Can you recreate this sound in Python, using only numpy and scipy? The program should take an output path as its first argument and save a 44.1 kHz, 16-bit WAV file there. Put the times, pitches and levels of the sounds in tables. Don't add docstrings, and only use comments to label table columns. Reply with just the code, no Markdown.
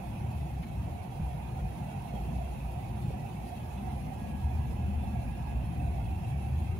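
import sys
import numpy as np
from scipy import signal
from scipy.fft import rfft, irfft, next_fast_len
from scipy.io import wavfile
from scipy.ndimage import uniform_filter1d, map_coordinates

SR = 44100
rng = np.random.default_rng(int(sys.argv[2]) if len(sys.argv) > 2 else 0)


def unload_wav(signal):
    wavfile.write(
        sys.argv[1],
        SR,
        np.round(np.clip(np.atleast_2d(signal).T, -1, 1) * 32767).astype(np.int16),
    )


N = 299747

# time in seconds, then rumble, throb and growl levels in dB.
ROAD_LEVELS = [(0, -41, -43, -52), (.7, -40, -48, -52), (1.6, -40, -49, -50.5), (2.25, -40, -46, -49),
               (2.6, -42.5, -52, -49), (3.3, -38, -50, -50.5), (3.7, -41, -50, -49.5),
               (4.0, -41.5, -43.5, -47.5), (4.3, -37.5, -50, -44.5), (4.6, -37, -44, -43),
               (5.3, -41, -40, -43), (5.5, -37.5, -43.5, -51), (5.8, -36.5, -41, -51), (6.2, -38, -43, -54),
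               (6.8, -38, -42.5, -53.5)]
# frequency in Hz, relative level in dB.
RUMBLE_COLOUR = [(20, -48), (40, -19), (65, -3), (100, 1), (135, 0.5), (200, -5), (260, -15), (300, -18),
                 (350, -32)]
THROB_COLOUR = [(22, -22), (35, -14), (48, -9.5), (58, 4.5), (70, -23)]
GROWL_COLOUR = [(165, -19), (190, -0.5), (225, -1.5), (262, -7.5), (285, -27)]
TYRE_COLOUR = [(260, -11), (295, -4), (325, -4), (352, 1), (385, -7.5), (430, -13.5), (480, -26.5)]
# frequency in Hz, likeness (1 means the same).
ROAD_LIKENESS = [(30, 1), (70, 0.89), (130, 1), (230, 0.88), (350, 0.85)]
# time in seconds, pitch in Hz, level in dB.
LOW_ENGINE = [(0, 63.3, -48), (.3, 67.57, -40), (.85, 72, -41), (1.05, 71.85, -51), (1.25, 67.1, -38),
              (1.65, 61.95, -39), (1.95, 65.75, -50.5), (2.4, 65.8, -36.5), (3.0, 63.8, -42.5),
              (3.4, 68.4, -49.5), (4.2, 69.05, -40), (4.6, 75.24, -29.5), (4.75, 74.1, -39),
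              (4.9, 74, -30.5), (5.2, 73, -36), (5.38, 70, -40.5), (5.55, 66, -32), (5.78, 74.94, -31.5),
              (5.95, 68.1, -40), (6.1, 64, -35.5), (6.3, 67.9, -39), (6.4, 68.2, -34.5),
              (6.62, 75.3, -32.5), (6.8, 76, -33.5)]
HIGH_ENGINE = [(0, 125, -45), (.4, 133, -42), (.65, 124, -47.5), (1.4, 136, -42.5), (2.3, 136, -44),
               (3.1, 122, -43), (3.75, 126, -46), (4.25, 128, -44), (4.9, 112, -43), (5.2, 116, -42.5),
               (6.3, 122, -40), (6.8, 110, -43.5)]
WHIRR_RING = [(0, 2556, -68), (.45, 2570, -65), (1.1, 2590, -73), (1.8, 2597, -75), (2.8, 2579, -68),
              (4, 2588, -71.5), (5.6, 2620, -68.5), (6.8, 2610, -68)]
# start in seconds, seconds until fading begins, relative level in dB.
SQUEAL_BOUTS = [(3.49, .19, -68.5), (3.83, .12, -72), (4.16, .33, -64), (4.58, .24, -64.5),
                (5.02, .2, -67.5), (5.28, .13, -63.5), (5.44, .12, -65.5), (5.6, .08, -70)]
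# start in seconds, pitch in Hz, level in dB.
BUMPS = [(1.1965, 160, -21), (1.2105, 88, -17), (3.081, 125, -17)]
# start in seconds, relative level in dB.
KNOCK_HITS = [(1.202, -46), (2.137, -40.5), (3.104, -38)]
# pitch in Hz, relative level in dB, seconds to fade by 60 dB.
KNOCK_TONES = [(152, 7, 0.041), (259, -17, 0.038), (467, 2, 0.039), (555, 7, 0.029), (630, -6, .03)]
# middle in seconds, level in dB, half its length in seconds.
BRUSHES = [(.637, -53.5, .01)]
# time in seconds, rush level in dB, whirr level in dB.
NEAR_LEVELS = [(0, -43.5, -62.5), (.7, -45, -66.5), (2, -43, -61), (3, -44.5, -63.5), (4, -43.5, -65),
               (5, -44, -61.5), (6, -44, -61), (6.8, -46, -61.5)]
# frequency in Hz, relative level in dB.
RUSTLE_COLOUR = [(1200, -8), (1900, 4), (2400, 10), (3000, 0), (4200, -3), (4800, -16)]
RUSH_COLOUR = [(350, -28), (480, -12.5), (560, -8.5), (640, -8), (715, 2), (790, 0), (860, -4.5), (960, -8),
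               (1050, -16.5), (1400, -31)]
WHIRR_COLOUR = [(1900, -2), (2200, 0.5), (2400, 10), (2580, 6), (2750, 5), (2950, -20)]
LEFT_HISS_COLOUR = [(250, 9), (400, 19.5), (700, 13), (1200, 8.5), (1800, 5), (3000, 7), (3450, 6),
                    (3700, 1.5), (4000, 4.5), (4700, -4.5), (7100, -1), (8100, -6), (9300, -2), (15000, -5)]
RIGHT_HISS_COLOUR = [(250, -1), (400, 16), (1300, 8.5), (1600, 7), (2300, 12), (2800, 7), (3600, 2),
                     (4500, -0.5), (6400, -3.5), (7200, -6), (8100, -12), (9300, -11), (13000, -6.5),
                     (15000, -5)]
# frequency in Hz, left minus right in dB.
WHIRR_BALANCE = [(2200, -12), (2500, -6), (2700, 1.5), (2950, 6)]
# centre and width in Hz, then left and right strength in dB.
HISS_BANDS = [(8830, 480, -2.5, -4.5), (10170, 880, 5, 0.5), (11600, 1100, -3, -1.5)]
# time in seconds, gain in dB.
HISS_TREBLE = [(0, -55.5), (1.5, -56), (1.9, -54.5), (4.4, -55), (4.9, -56.5), (5.7, -56), (6.0, -55.5),
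               (6.8, -56.5)]
# middle in seconds, rise in dB.
HISS_PUFFS = [(4.71, 2), (5.08, 2.5), (6.29, 3), (6.46, 1.5)]

ROAD_LAG_S, WHIRR_LAG_S = .0003, .00191
SQUEAL_HZ, SQUEAL_RISE_S, SQUEAL_FADE_S = 1660, .05, .06
BUMP_RISE_S, BUMP_FADE_S, KNOCK_RISE_S = .004, .065, .0018
FLUTTER_HZ, PUFF_HALF_S = 22.5, .03
DUCK_DB_PER_DB, HIGHEST_HZ = .13, 15680


def traffic():
    rumble_db, throb_db, growl_db = curves(ROAD_LEVELS)
    rumble = amp(rumble_db + 1.63 * wobble(rate=8)) * road_noise(RUMBLE_COLOUR)
    throb = amp(throb_db + .5 * wobble(rate=8)) * road_noise(THROB_COLOUR)
    growl = amp(growl_db + 1.63 * wobble(rate=8)) * road_noise(GROWL_COLOUR)
    tyres = amp(-55.5) * road_noise(TYRE_COLOUR)
    road = (rumble + throb + growl + tyres + engines()) * amp([.25, -.25])[:, None]
    return filtered(road, lambda hz: np.exp(1j * np.pi * hz * ROAD_LAG_S * np.array([[1], [-1]])))


def road_noise(colour):
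    def gains(hz):
        angle = np.arccos(along(ROAD_LIKENESS, hz)) / 2
        return band(colour, hz) * [np.cos(angle), np.sin(angle)]
    shared, apart = filtered(patchy_noise(depth_db=2.8, channels=2), gains)
    return unit(np.array([shared + apart, shared - apart]))


def engines():
    low = note(*curves(LOW_ENGINE), waver_hz=5, rough=.5, rate=12)
    high = note(*curves(HIGH_ENGINE), waver_hz=9, rough=.9, rate=20)
    echo = amp(-18) * note(*curves(LOW_ENGINE), waver_hz=2.6, rough=1, rate=15)
    return np.array([low + high + echo, low + high - echo])


def squeal():
    t = np.arange(N) / SR
    bouts = np.zeros(N)
    for start, hold, db in SQUEAL_BOUTS:
        rise = np.clip((t - start) / SQUEAL_RISE_S, 0, 1)
        fade = np.exp(-np.maximum(t - start - hold, 0) / SQUEAL_FADE_S)
        bouts += amp(db) * rise * fade
    tone = note(SQUEAL_HZ, db=0, waver_hz=2, rough=.2, rate=18)
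    sides_db = [[-5], [-1.5]] + .8 * np.array([wobble(rate=4), wobble(rate=4)])
    return bouts * tone * amp(sides_db)


def bumps():
    out = np.zeros(N)
    for start, hz, db in BUMPS:
        age = np.maximum(np.arange(N) / SR - start, 0)
        rise = 1 - np.exp(-age / BUMP_RISE_S)
        out += rise * amp(db - 60 * age / BUMP_FADE_S) * np.sin(2 * np.pi * hz * age)
    return out


def knocks():
    out, t = np.zeros(N + SR), np.arange(SR // 10) / SR
    ring = sum(amp(db - 60 * t / fade) * np.sin(2 * np.pi * hz * t) for hz, db, fade in KNOCK_TONES)
    rise = 1 - np.exp(-t / KNOCK_RISE_S)
    for start, db in KNOCK_HITS:
        out[round(start * SR):][:len(t)] += amp(db) * rise * ring
    return out[:N] * amp([[-12], [5.5]])


def rustle():
    t = np.arange(N) / SR
    swell = sum(amp(db) * np.exp(-((t - middle) / half) ** 2) for middle, db, half in BRUSHES)
    noise = unit(filtered(rng.standard_normal((2, N)), lambda hz: band(RUSTLE_COLOUR, hz)))
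    return swell * noise * amp([[1.5], [-1.5]])


def rush(level_db):
    noise = unit(filtered(patchy_noise(depth_db=2.3, channels=1), lambda hz: band(RUSH_COLOUR, hz)))
    upper = treble_of(noise, from_hz=694, full_hz=856)
    lean_db = 1.2 * wobble(rate=16)
    return amp(level_db) * (amp(lean_db) * upper + amp(-lean_db) * (noise - upper)) * [[0], [1]]


def whirr(level_db):
    def sides(hz):
        left_gain = amp(along(WHIRR_BALANCE, hz))
        right_delay = np.exp(-2j * np.pi * hz * WHIRR_LAG_S)
        return band(WHIRR_COLOUR, hz) * [left_gain, right_delay]
    ring = note(*curves(WHIRR_RING), waver_hz=42, rough=.9, rate=32) * amp([[-1.5], [1.5]])
    loudness = amp(level_db + .87 * wobble(rate=15))
    return ring + loudness * unit(filtered(patchy_noise(depth_db=3.9, channels=1), sides))


def hiss():
    def colour(hz):
        base = np.array([band(LEFT_HISS_COLOUR, hz), band(RIGHT_HISS_COLOUR, hz)])
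        bright_power = sum(amp([[left], [right]]) ** 2 * np.exp(-4 * ((hz - centre) / width) ** 2)
                           for centre, width, left, right in HISS_BANDS)
        return np.sqrt(base ** 2 + bright_power)
    t = np.arange(N) / SR
    noise = unit(filtered(patchy_noise(depth_db=4.46, channels=2), colour))
    top = treble_of(noise, from_hz=1800, full_hz=4400)
    phase = 2 * np.pi * FLUTTER_HZ * t
    flutter = 1 + .04 * np.sin(phase) + .05 * np.sin(2 * phase + 1.1)
    puffs_db = sum(db * np.exp(-((t - middle) / PUFF_HALF_S) ** 2) for middle, db in HISS_PUFFS)
    top_db = curves(HISS_TREBLE)[0] + puffs_db + .8 * wobble(rate=38)
    return amp(-54.5) * (noise - top) + amp(top_db) * flutter * top


def note(hz, db, waver_hz, rough, rate):
    phase = 2 * np.pi * np.cumsum(hz + waver_hz * wobble(rate)) / SR
    fuzz = unit(wobble(2 * rate) * np.sin(phase) + wobble(2 * rate) * np.cos(phase))
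    return amp(db) * (np.sqrt(2 - 2 * rough) * np.sin(phase) + np.sqrt(rough) * fuzz)


def patchy_noise(depth_db, channels):
    grid = signal.stft(rng.standard_normal((channels, N)), nperseg=2048)[2]
    patches = rng.standard_normal(grid.shape)
    for axis in (1, 2):
        patches = uniform_filter1d(patches, size=3, axis=axis)
    noise = signal.istft(grid * amp(depth_db * unit(patches)), nperseg=2048)[1]
    return noise[:, :N] * signal.windows.tukey(N, 8 / N)


def wobble(rate):
    return map_coordinates(rng.standard_normal(int(N * rate / SR) + 4), [np.arange(N) * rate / SR])


def filtered(x, response):
    edge = SR // 4
    x = np.pad(x, [(0, 0), (edge, edge)], mode="reflect", reflect_type="odd")
    size = next_fast_len(x.shape[1])
    return irfft(rfft(x, size) * response(np.fft.rfftfreq(size, 1 / SR)), size)[:, edge:edge + N]


def treble_of(x, from_hz, full_hz):
    return filtered(x, lambda hz: np.clip((hz - from_hz) / (full_hz - from_hz), 0, 1))


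def band(colour, hz):
    return amp(along(colour, hz)) * (hz > .8 * colour[0][0]) * (hz < 1.1 * colour[-1][0])


def along(rows, hz):
    row_hz, values = np.transpose(rows)
    return np.interp(np.log(hz + 1), np.log(row_hz + 1), values)


def curves(rows):
    times, *columns = np.transpose(rows)
    return [np.interp(np.arange(N) / SR, times, column) for column in columns]


def amp(db):
    return 10 ** (np.asarray(db) / 20)


def unit(x):
    return x / np.sqrt(np.mean(x ** 2) + 1e-20)


def scene():
    rush_db, whirr_db = curves(NEAR_LEVELS)
    return traffic() + squeal() + bumps() + knocks() + rustle() + rush(rush_db) + whirr(whirr_db) + hiss()


def record(dry):
    power = uniform_filter1d(np.mean(dry, 0) ** 2, size=700)
    level_db = 10 * np.log10(np.abs(uniform_filter1d(power, size=700)) + 1e-12)
    surge_db = level_db - uniform_filter1d(level_db, size=SR // 5)
    treble = treble_of(dry, from_hz=1500, full_hz=3000)
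    ducked = dry + treble * (amp(-DUCK_DB_PER_DB * surge_db) - 1)
    return filtered(ducked, lambda hz: hz < HIGHEST_HZ)


dry = scene()
out = record(dry)
unload_wav(out)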